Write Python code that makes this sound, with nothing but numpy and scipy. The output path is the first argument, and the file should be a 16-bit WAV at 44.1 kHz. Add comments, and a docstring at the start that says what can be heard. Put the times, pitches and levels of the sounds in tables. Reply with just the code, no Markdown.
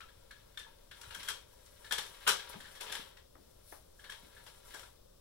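"""A carpeted bedroom, with a stereo pair of microphones close to a travel cot being folded up.
Over the quiet rumble of the house, nylon rustles, loose joints rattle and padded parts bump dully.
In front, the locks let go, the legs clap together and the top rails drop and are lifted again:
each click cracks a plastic shell and sets the metal tubes and plastic hubs ringing."""
import sys
import numpy as np
from scipy import signal
from scipy.fft import rfft, irfft
from scipy.io import wavfile

SR = 44100
rng = np.random.default_rng(int(sys.argv[2]) if len(sys.argv) > 2 else 0)


def unload_audio(sound):
    """Save the sound as a 16-bit wav file, at the path given as the first command line argument."""
    columns = np.transpose(np.atleast_2d(sound))
    # keep every value between -1 and 1, then stretch to whole-number steps
    steps = np.round(np.clip(columns, -1, 1) * 32767)
    wavfile.write(sys.argv[1], SR, steps.astype(np.int16))


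N = 229496

# Clicks of locks and joints; ring and snap are relative to the level:
# (time [s], level [dB], ring [dB], pitch of the struck part [Hz], snap [dB], chatter [s])
CLICKS = [(.004, -50, 2.5, 1340, -6.5, .004), (0.086, -61.5, -1, 1640, -18, 0.009),
          (.308, -52.5, 3, 1684, -3.5, .003), (.572, -44, 2, 1739, -5.5, 0.003),
          (.59, -48, -18, 1805, -.5, .002), (.602, -52.5, -7, 1730, -8, 0.0019),
          (.646, -69, 9, 1690, -15, 0.0025), (.665, -73, 11.5, 935, -15, 0.0036),
          (0.911, -47, -4, 1654, -9, 0.0037), (1.011, -48.5, -20, 1380, 1.5, 0.003),
          (1.032, -54.5, 4, 1400, -15, 0.0069), (1.104, -46, -5, 1415, -6, 0.0084),
          (1.145, -45, 3, 1593, 1.5, 0.0029), (1.229, -45.5, -7, 1650, 0, 0.0024),
          (1.275, -43.5, -6, 1590, -5, .0033), (1.284, -34, -1.5, 1602, 1, 0.0026),
          (1.298, -41.5, -7, 1535, 1, 0.0027), (1.657, -61.5, -17, 1670, 5.5, .004),
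          (1.844, -52, 1, 1745, -6, 0.0028), (1.909, -37, 3, 1726, -5, .002),
          (1.921, -29, -2.5, 1720, -0.5, 0.0019), (1.979, -32.5, -4, 1760, -2, 0.005),
          (2.059, -52, -2, 1670, 1, 0.0057), (2.265, -34.5, 1, 1416, -10, .003),
          (2.272, -23.5, 2, 1446, 1, 0.0067), (2.288, -26, -9.5, 1700, 2, 0.0028),
          (2.602, -50, -0.5, 1745, -1.5, 0.0039), (2.643, -55, 3, 1770, -14, 0.0087),
          (2.679, -55.5, 0.5, 1580, -18, .003), (2.751, -55, 1.5, 1734, 2.5, .0035),
          (2.805, -38, -17, 1640, -2, 0.0055), (2.862, -39.5, -18, 1750, -27, 0.014),
          (2.895, -42, -5, 1670, -23, 0.0048), (2.919, -36, -6.5, 1720, -1, 0.0048),
          (2.95, -38, -4.5, 1660, -4.5, 0.003), (3.169, -53, -7.5, 1930, -8, 0.0014),
          (3.991, -59, 3, 1674, -2, 0.013), (4.039, -49, -0.5, 1700, -11, .005),
          (4.094, -48.5, 7, 1685, 2, 0.0073), (4.119, -44, -9, 1880, -7.5, 0.0034),
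          (4.365, -55, 1, 1706, -11, 0.019), (4.461, -48, -9.5, 1650, -5, 0.011),
          (4.737, -49, 4, 1640, 4, 0.0065), (4.793, -48.5, -23, 1400, -3, 0.0017),
          (4.829, -54.5, 1.5, 1390, -10, .005)]
# Modes of the metal tubes and of the plastic hubs: (frequency [Hz], level [dB], t60 [s])
TUBE_MODES = [(1476, -6, 0.041), (1678, -6, 0.063), (1716, -2, 0.08), (2206, -10.5, 0.086),
              (3253, -1, 0.031), (3285, -2, 0.044), (3574, -18, 0.037), (3792, -5.5, 0.045),
              (4310, -4.5, 0.044)]
HUB_MODES = [(477, -25, .1), (880, -10.5, 0.06), (1013, -9.5, 0.12), (1166, 0, 0.057), (1299, 0.5, 0.098),
             (1403, 5, 0.046), (1460, -7, 0.068), (1564, 6, 0.04), (2470, -3.5, 0.1), (2490, -20, 0.053),
             (3058, -9, 0.049), (3124, -10, 0.15), (3450, -30, 0.054), (3642, -10.5, 0.13),
             (3450, -15.5, 0.12), (3957, -3, 0.12)]
# Spectra of a plastic shell's crack and of the frame's low knock: (frequency [Hz], level [dB])
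SHELL_SPECTRUM = [(250, -32), (750, -21), (1000, -10), (1180, -6.5), (1620, -1.5), (1980, -3.5), (2350, -5),
                  (2650, -4), (3100, 0.5), (3700, -1), (4700, -7.5), (5700, -13.5), (7000, -21),
                  (15000, -30)]
KNOCK_SPECTRUM = [(80, -37), (170, -10), (280, -21), (390, 0), (520, 1), (690, -8.5), (920, 3),
                  (1300, -6.5), (2500, -34)]


def amp(db):
    return 10 ** (np.asarray(db) / 20)


def unit(x):
    """Scales to energy 1."""
    return x / np.sqrt(np.sum(x ** 2) + 1e-20)


def value_at(points, hz):
    """A curve's value, on a log-frequency axis."""
    f, value = np.transpose(points)
    return np.interp(np.log(hz + 1), np.log(f), value)


def add(mix, s, sound):
    """Mixes a stereo sound in at time s."""
    part = mix[:, max(round(s * SR), 0):][:, :sound.shape[1]]
    part += sound[:, :part.shape[1]]


def impulse(spectrum):
    """The minimum-phase response with a given spectrum: a sharp start and a quick decay."""
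    log_gain = np.log(amp(value_at(spectrum, abs(np.fft.fftfreq(4096, 1 / SR)))))
    return np.fft.ifft(np.exp(np.conj(signal.hilbert(log_gain)))).real[:2048]


def colour(x, spectrum):
    """Filters by a spectrum."""
    return signal.oaconvolve(x, impulse(spectrum))[:len(x)]


def diffuse(size):
    """Noise arriving from all sides at two closely spaced microphones."""
    # Likeness of left and right: (frequency [Hz], correlation [-1..1])
    likeness = [(60, 0.95), (130, 0.91), (290, 0.089), (500, -0.79), (900, 0.92), (1500, 0.67),
                (2600, -0.038)]
    a, b = rfft(rng.standard_normal((2, size)))
    same = np.clip(value_at(likeness, np.fft.rfftfreq(size, 1 / SR)), -1, 1)
    return irfft([a, same * a + np.sqrt(1 - same ** 2) * b], size)


def room_tone(level_db=-59):
    """Low rumble of the house with a faint hiss."""
    # The still bedroom: (frequency [Hz], level [dB])
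    air_spectrum = [(15, -2.5), (42, -2), (90, -7), (140, -13), (290, -18.5), (420, -12), (540, -7),
                    (750, -25.5), (1200, -24), (2200, -35), (3500, -24), (7000, -29), (14000, -26),
                    (15200, -28.5)]
    return amp(level_db) * np.sqrt(N) * np.array([unit(colour(x, air_spectrum)) for x in diffuse(N)])


def blow(chatter_s, direct_db=-4, near_db=-5, near_s=0.0075, walls_db=-4, walls_s=0.038, size=16000):
    """Tiny contacts as two parts seat, their echoes off frame, wardrobe and walls, and the room's tail."""
    # Reverberation of the bedroom: (frequency [Hz], t60 [s])
    room_t60 = [(100, 0.34), (500, 0.39), (1500, 0.21), (3500, 0.32), (8000, 0.25), (15000, 0.098)]
    hz, frame_s, bands = signal.stft(diffuse(size), SR, nperseg=256)
    decay = amp(-60 * frame_s / value_at(room_t60, hz)[:, None])
    tail = signal.istft(bands * decay, SR, nperseg=256)[1][:, :size]
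    t = np.arange(size) / SR
    u = t / max(chatter_s, 1 / SR)
    contacts = unit(rng.standard_normal(size) ** 3 * u * np.exp(-u ** 2 / 2))  # a few are far harder
    direct = np.array([np.roll(contacts, 25), contacts])  # reaches the right microphone first
    build = 1 - np.exp(-u ** 2)  # echoes pile up while the contacts last
    echoes = build * rng.standard_normal((2, size)) * (rng.random((2, size)) < 3000 / SR)
    near = unit(echoes * t * np.exp(-(t / near_s) ** 4))  # nearby surfaces answer in a tight bunch
    walls = unit(echoes[::-1] * np.exp(-t / walls_s))
    room = unit(tail * build) + amp(near_db) * near + amp(walls_db) * walls
    return amp(direct_db) * direct + np.sqrt(2) * room


def strike(contact, body, db):
    """A body's response to a blow, with the energy of 20 ms at the given level."""
    return amp(db) * np.sqrt(SR / 50) * unit(signal.fftconvolve(contact, body[None], axes=1))


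def ring(modes, size=7000, detune=0.0031):
    """Dying modes; the grip shifts them a little from blow to blow."""
    hz, db, t60 = np.transpose(modes)[:, :, None]
    t = np.arange(size) / SR
    shift, polarity = rng.standard_normal((2, len(modes), 1))
    decay = np.exp(-np.log(1000) * t / t60)
    tones = np.sin(2 * np.pi * hz * (1 + detune * shift) * t)
    return unit(np.sum(np.sign(polarity) * amp(db) * decay * tones, 0))


def slips(per_s, spread_db):
    """Random tiny slips of uneven size, rms 1."""
    sizes = amp(spread_db * np.minimum(rng.exponential(1, N), 4)) * rng.choice([-1, 1], N)
    return np.sqrt(N) * unit(sizes * (rng.random(N) < per_s / SR))


def rubbing(spectrum, per_s, spread_db):
    """A stream of slips with a given spectrum, rms 1."""
    return np.sqrt(N) * unit(colour(slips(per_s, spread_db), spectrum))


def effort(t, rise_s=0.05, fade_db_per_s=131):
    """Strength of rustle and of rattle: each move of the arms swells, holds and dies away."""
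    # Tugging the release, lifting the middle, dropping and raising the rails, pressing the bundle shut:
    # (start [s], length [s], rustle [dB], rattle [dB])
    moves = [(-.05, 1, -73.5, -68.5), (0.928, 0.21, -62.5, -60), (1.094, 0.22, -57.5, -52),
             (1.434, 0.32, -67, -69.5), (1.76, .17, -60.5, -61), (1.96, 0.43, -59.5, -56.5),
             (2.343, .17, -62.5, -51), (2.53, 0.27, -61.5, -58), (2.785, .22, -56, -51),
             (3.363, .6, -72, -75.5), (3.957, 0.62, -65, -63.5), (4.616, 0.2, -59.5, -59)]
    start, length, rustle_db, rattle_db = np.transpose(moves)[:, :, None]
    swell = np.clip((t - start) / rise_s, 0, 1)
    fade = amp(-fade_db_per_s * np.maximum(t - start - length, 0))
    return [np.linalg.norm(swell * fade * amp(db), axis=0) for db in (rustle_db, rattle_db)]


def handling(cloth_db=3, tube_db=-11, hub_db=-10, knock_db=-7):
    """Nylon slides over itself and under a hand while loose joints tick against the frame."""
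    # Nylon on nylon, and a hand on nylon: (frequency [Hz], level [dB])
    nylon_spectrum = [(150, -20), (500, 8.5), (1500, -2), (3500, -5.5), (6000, 0), (10000, 4.5), (13000, 4),
                      (16000, -6)]
    hand_spectrum = [(1000, -22), (4000, -3), (8000, -8.5), (10000, 2.5), (12500, 1), (16000, -7)]
    # Quick slides of the hand: (time [s], level [dB], half length [s])
    swishes = [(2.495, -43.5, 0.0076), (3.714, -53, 0.063), (4.475, -62, 0.04), (4.757, -62, 0.13)]
    t = np.arange(N) / SR
    rustle, rattle = effort(t)
    out = rubbing(nylon_spectrum, per_s=1400, spread_db=4.0) * amp(cloth_db) * rustle
    hand_speed = sum(amp(db) * np.exp(-((t - at) / half) ** 2) for at, db, half in swishes)
    out += hand_speed * rubbing(hand_spectrum, per_s=3100, spread_db=3.5)
    for db, part in [(0, impulse(SHELL_SPECTRUM)), (tube_db, ring(TUBE_MODES)),
                     (hub_db, ring(HUB_MODES)), (knock_db, impulse(KNOCK_SPECTRUM))]:
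        ticks = slips(per_s=170, spread_db=4.0) * amp(db) * rattle
        out += signal.oaconvolve(ticks, unit(part))[:N]
    path_to_mics = np.sqrt(2) * unit(blow(1 / SR))
    return signal.oaconvolve(out[None], path_to_mics, axes=1)[:, :N]


def bumps(chatter_s=0.003, skirt_db=-20):
    """Feet and rails land; carpet and padding leave only a dull push."""
    # Padded landings: (time [s], level [dB], low edge [Hz], high edge [Hz])
    landings = [(1.071, -52.5, 70, 108), (1.165, -56.5, 161, 220), (2.537, -45, 390, 1530),
                (2.55, -45.5, 179, 207), (2.898, -57.5, 170, 263), (2.99, -52, 170, 266),
                (3.351, -53, 297, 1570), (3.384, -56, 160, 330), (3.721, -44, 357, 1620),
                (4.227, -56, 190, 280), (4.742, -46, 400, 1710)]
    out = np.zeros((2, N))
    for s, db, low, high in landings:
        push = impulse([(low / 2, skirt_db), (low, 0), (high, -2), (high * 2, skirt_db), (high * 10, -55)])
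        add(out, s, strike(blow(chatter_s, direct_db=2), push, db))
    return out


def slack(s, unlock_s=0.59, loose_s=2.08):
    """How far the frame has gone from taut (0) to loose (1)."""
    return np.clip((s - unlock_s) / (loose_s - unlock_s), 0, 1)


def pings(t60=0.031, rise_s=0.0015, overtone_ratio=2.04, middling_db=-43, full_overtone_db=-44.5):
    """The struck part's own mode and its overtone stand out, swelling as the vibration spreads along it."""
    out = np.zeros((2, N))
    for s, db, ring_db, hz, _, _ in CLICKS:
        ping_db = ring_db - 3 - 0.35 * (db - middling_db)  # soft blows favour one mode, hard ones many
        overtone_db = 2.5 + 0.4 * ring_db
        overtone_db += 1.9 * min(db - full_overtone_db, 0)  # drops away in weak blows
        overtone_db -= 8.5 * slack(s)  # limp cloth damps it
        for mode_hz, mode_db in [(hz, ping_db), (hz * overtone_ratio, overtone_db)]:
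            tone = ring([(mode_hz, 0, t60)])
            swell = 1 - np.exp(-np.arange(len(tone)) / SR / rise_s)
            add(out, s, strike(blow(1 / SR, direct_db=0), tone * swell, db + mode_db))
    return out


def knock_share(s, chatter_s, taut_db=-21, slack_db=-8.5, usual_chatter_s=0.0028):
    """Low knock against crack in dB: more in a slack frame, and when the contacts last longer."""
    return taut_db + slack(s) * (slack_db - taut_db) + np.log2(chatter_s / usual_chatter_s)


def clicks(hub_hz=1500, tube_hz=1700, first_touch=0.3, hardness=0.1, firm_db=-36):
    """Each lock or joint cracks its damped plastic shell; its first touch sets tubes and hubs ringing."""
    # The plastic's bright snap: (frequency [Hz], level [dB])
    snap_spectrum = [(2000, -34), (4200, -8.5), (5600, -3.5), (8000, -4), (10300, -3), (12000, -6),
                     (14000, -6.5), (16000, -28)]
    shell, snap, knock = impulse(SHELL_SPECTRUM), impulse(snap_spectrum), impulse(KNOCK_SPECTRUM)
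    out = np.zeros((2, N))
    for s, db, ring_db, hz, snap_db, chatter_s in CLICKS:
        # A blow near a hub sounds low, one on a tube high; the other part rings along more weakly.
        on_tube = np.clip((hz - hub_hz) / (tube_hz - hub_hz), 0, 1)
        tube_db = ring_db - 5 * (1 - on_tube)
        hub_db = ring_db - 10 * on_tube
        crack, edge = blow(chatter_s, direct_db=-3), blow(chatter_s, direct_db=-3)
        touch = blow(chatter_s * first_touch, direct_db=-1)
        crisp = colour(snap, [(10000, 0), (14000, hardness * (db - firm_db))])  # hard blows reach higher
        add(out, s, strike(crack, shell, db))
        add(out, s, strike(touch, ring(TUBE_MODES), db + tube_db))
        add(out, s, strike(touch, ring(HUB_MODES), db + hub_db))
        add(out, s, strike(edge, crisp, db + snap_db))
        add(out, s, strike(edge, knock, db + knock_share(s, chatter_s)))
    return out


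def scene():
    """The frame, the cloth and the room as they reach the pair."""
    return clicks() + pings() + bumps() + handling() + room_tone()


def record(dry, band_limit_hz=15850):
    """Both microphones ripple in the treble and the right one is shaded; then the band limit."""
    # Response of both microphones, and of the right against the left: (frequency [Hz], gain [dB])
    mic_response = [(4700, -0.5), (5600, 3), (6700, -3.5), (7700, 1.5), (8500, -3.5), (9600, 2),
                    (11000, -5), (12000, 1.5), (12800, -9), (16000, 0)]
    right_shading = [(50, -0.8), (200, -4), (500, -4), (1300, -6.5), (2200, -3.5), (4000, -9.5),
                     (8000, -5.5), (12000, -11.5), (16000, 0.5)]
    left = colour(dry[0], mic_response)
    right = colour(colour(dry[1], mic_response), right_shading)
    lowpass = signal.firwin(511, band_limit_hz, window=("kaiser", 9), fs=SR)
    return signal.oaconvolve(np.array([left, right]), lowpass[None], "same")


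dry = scene()
out = record(dry)
unload_audio(out)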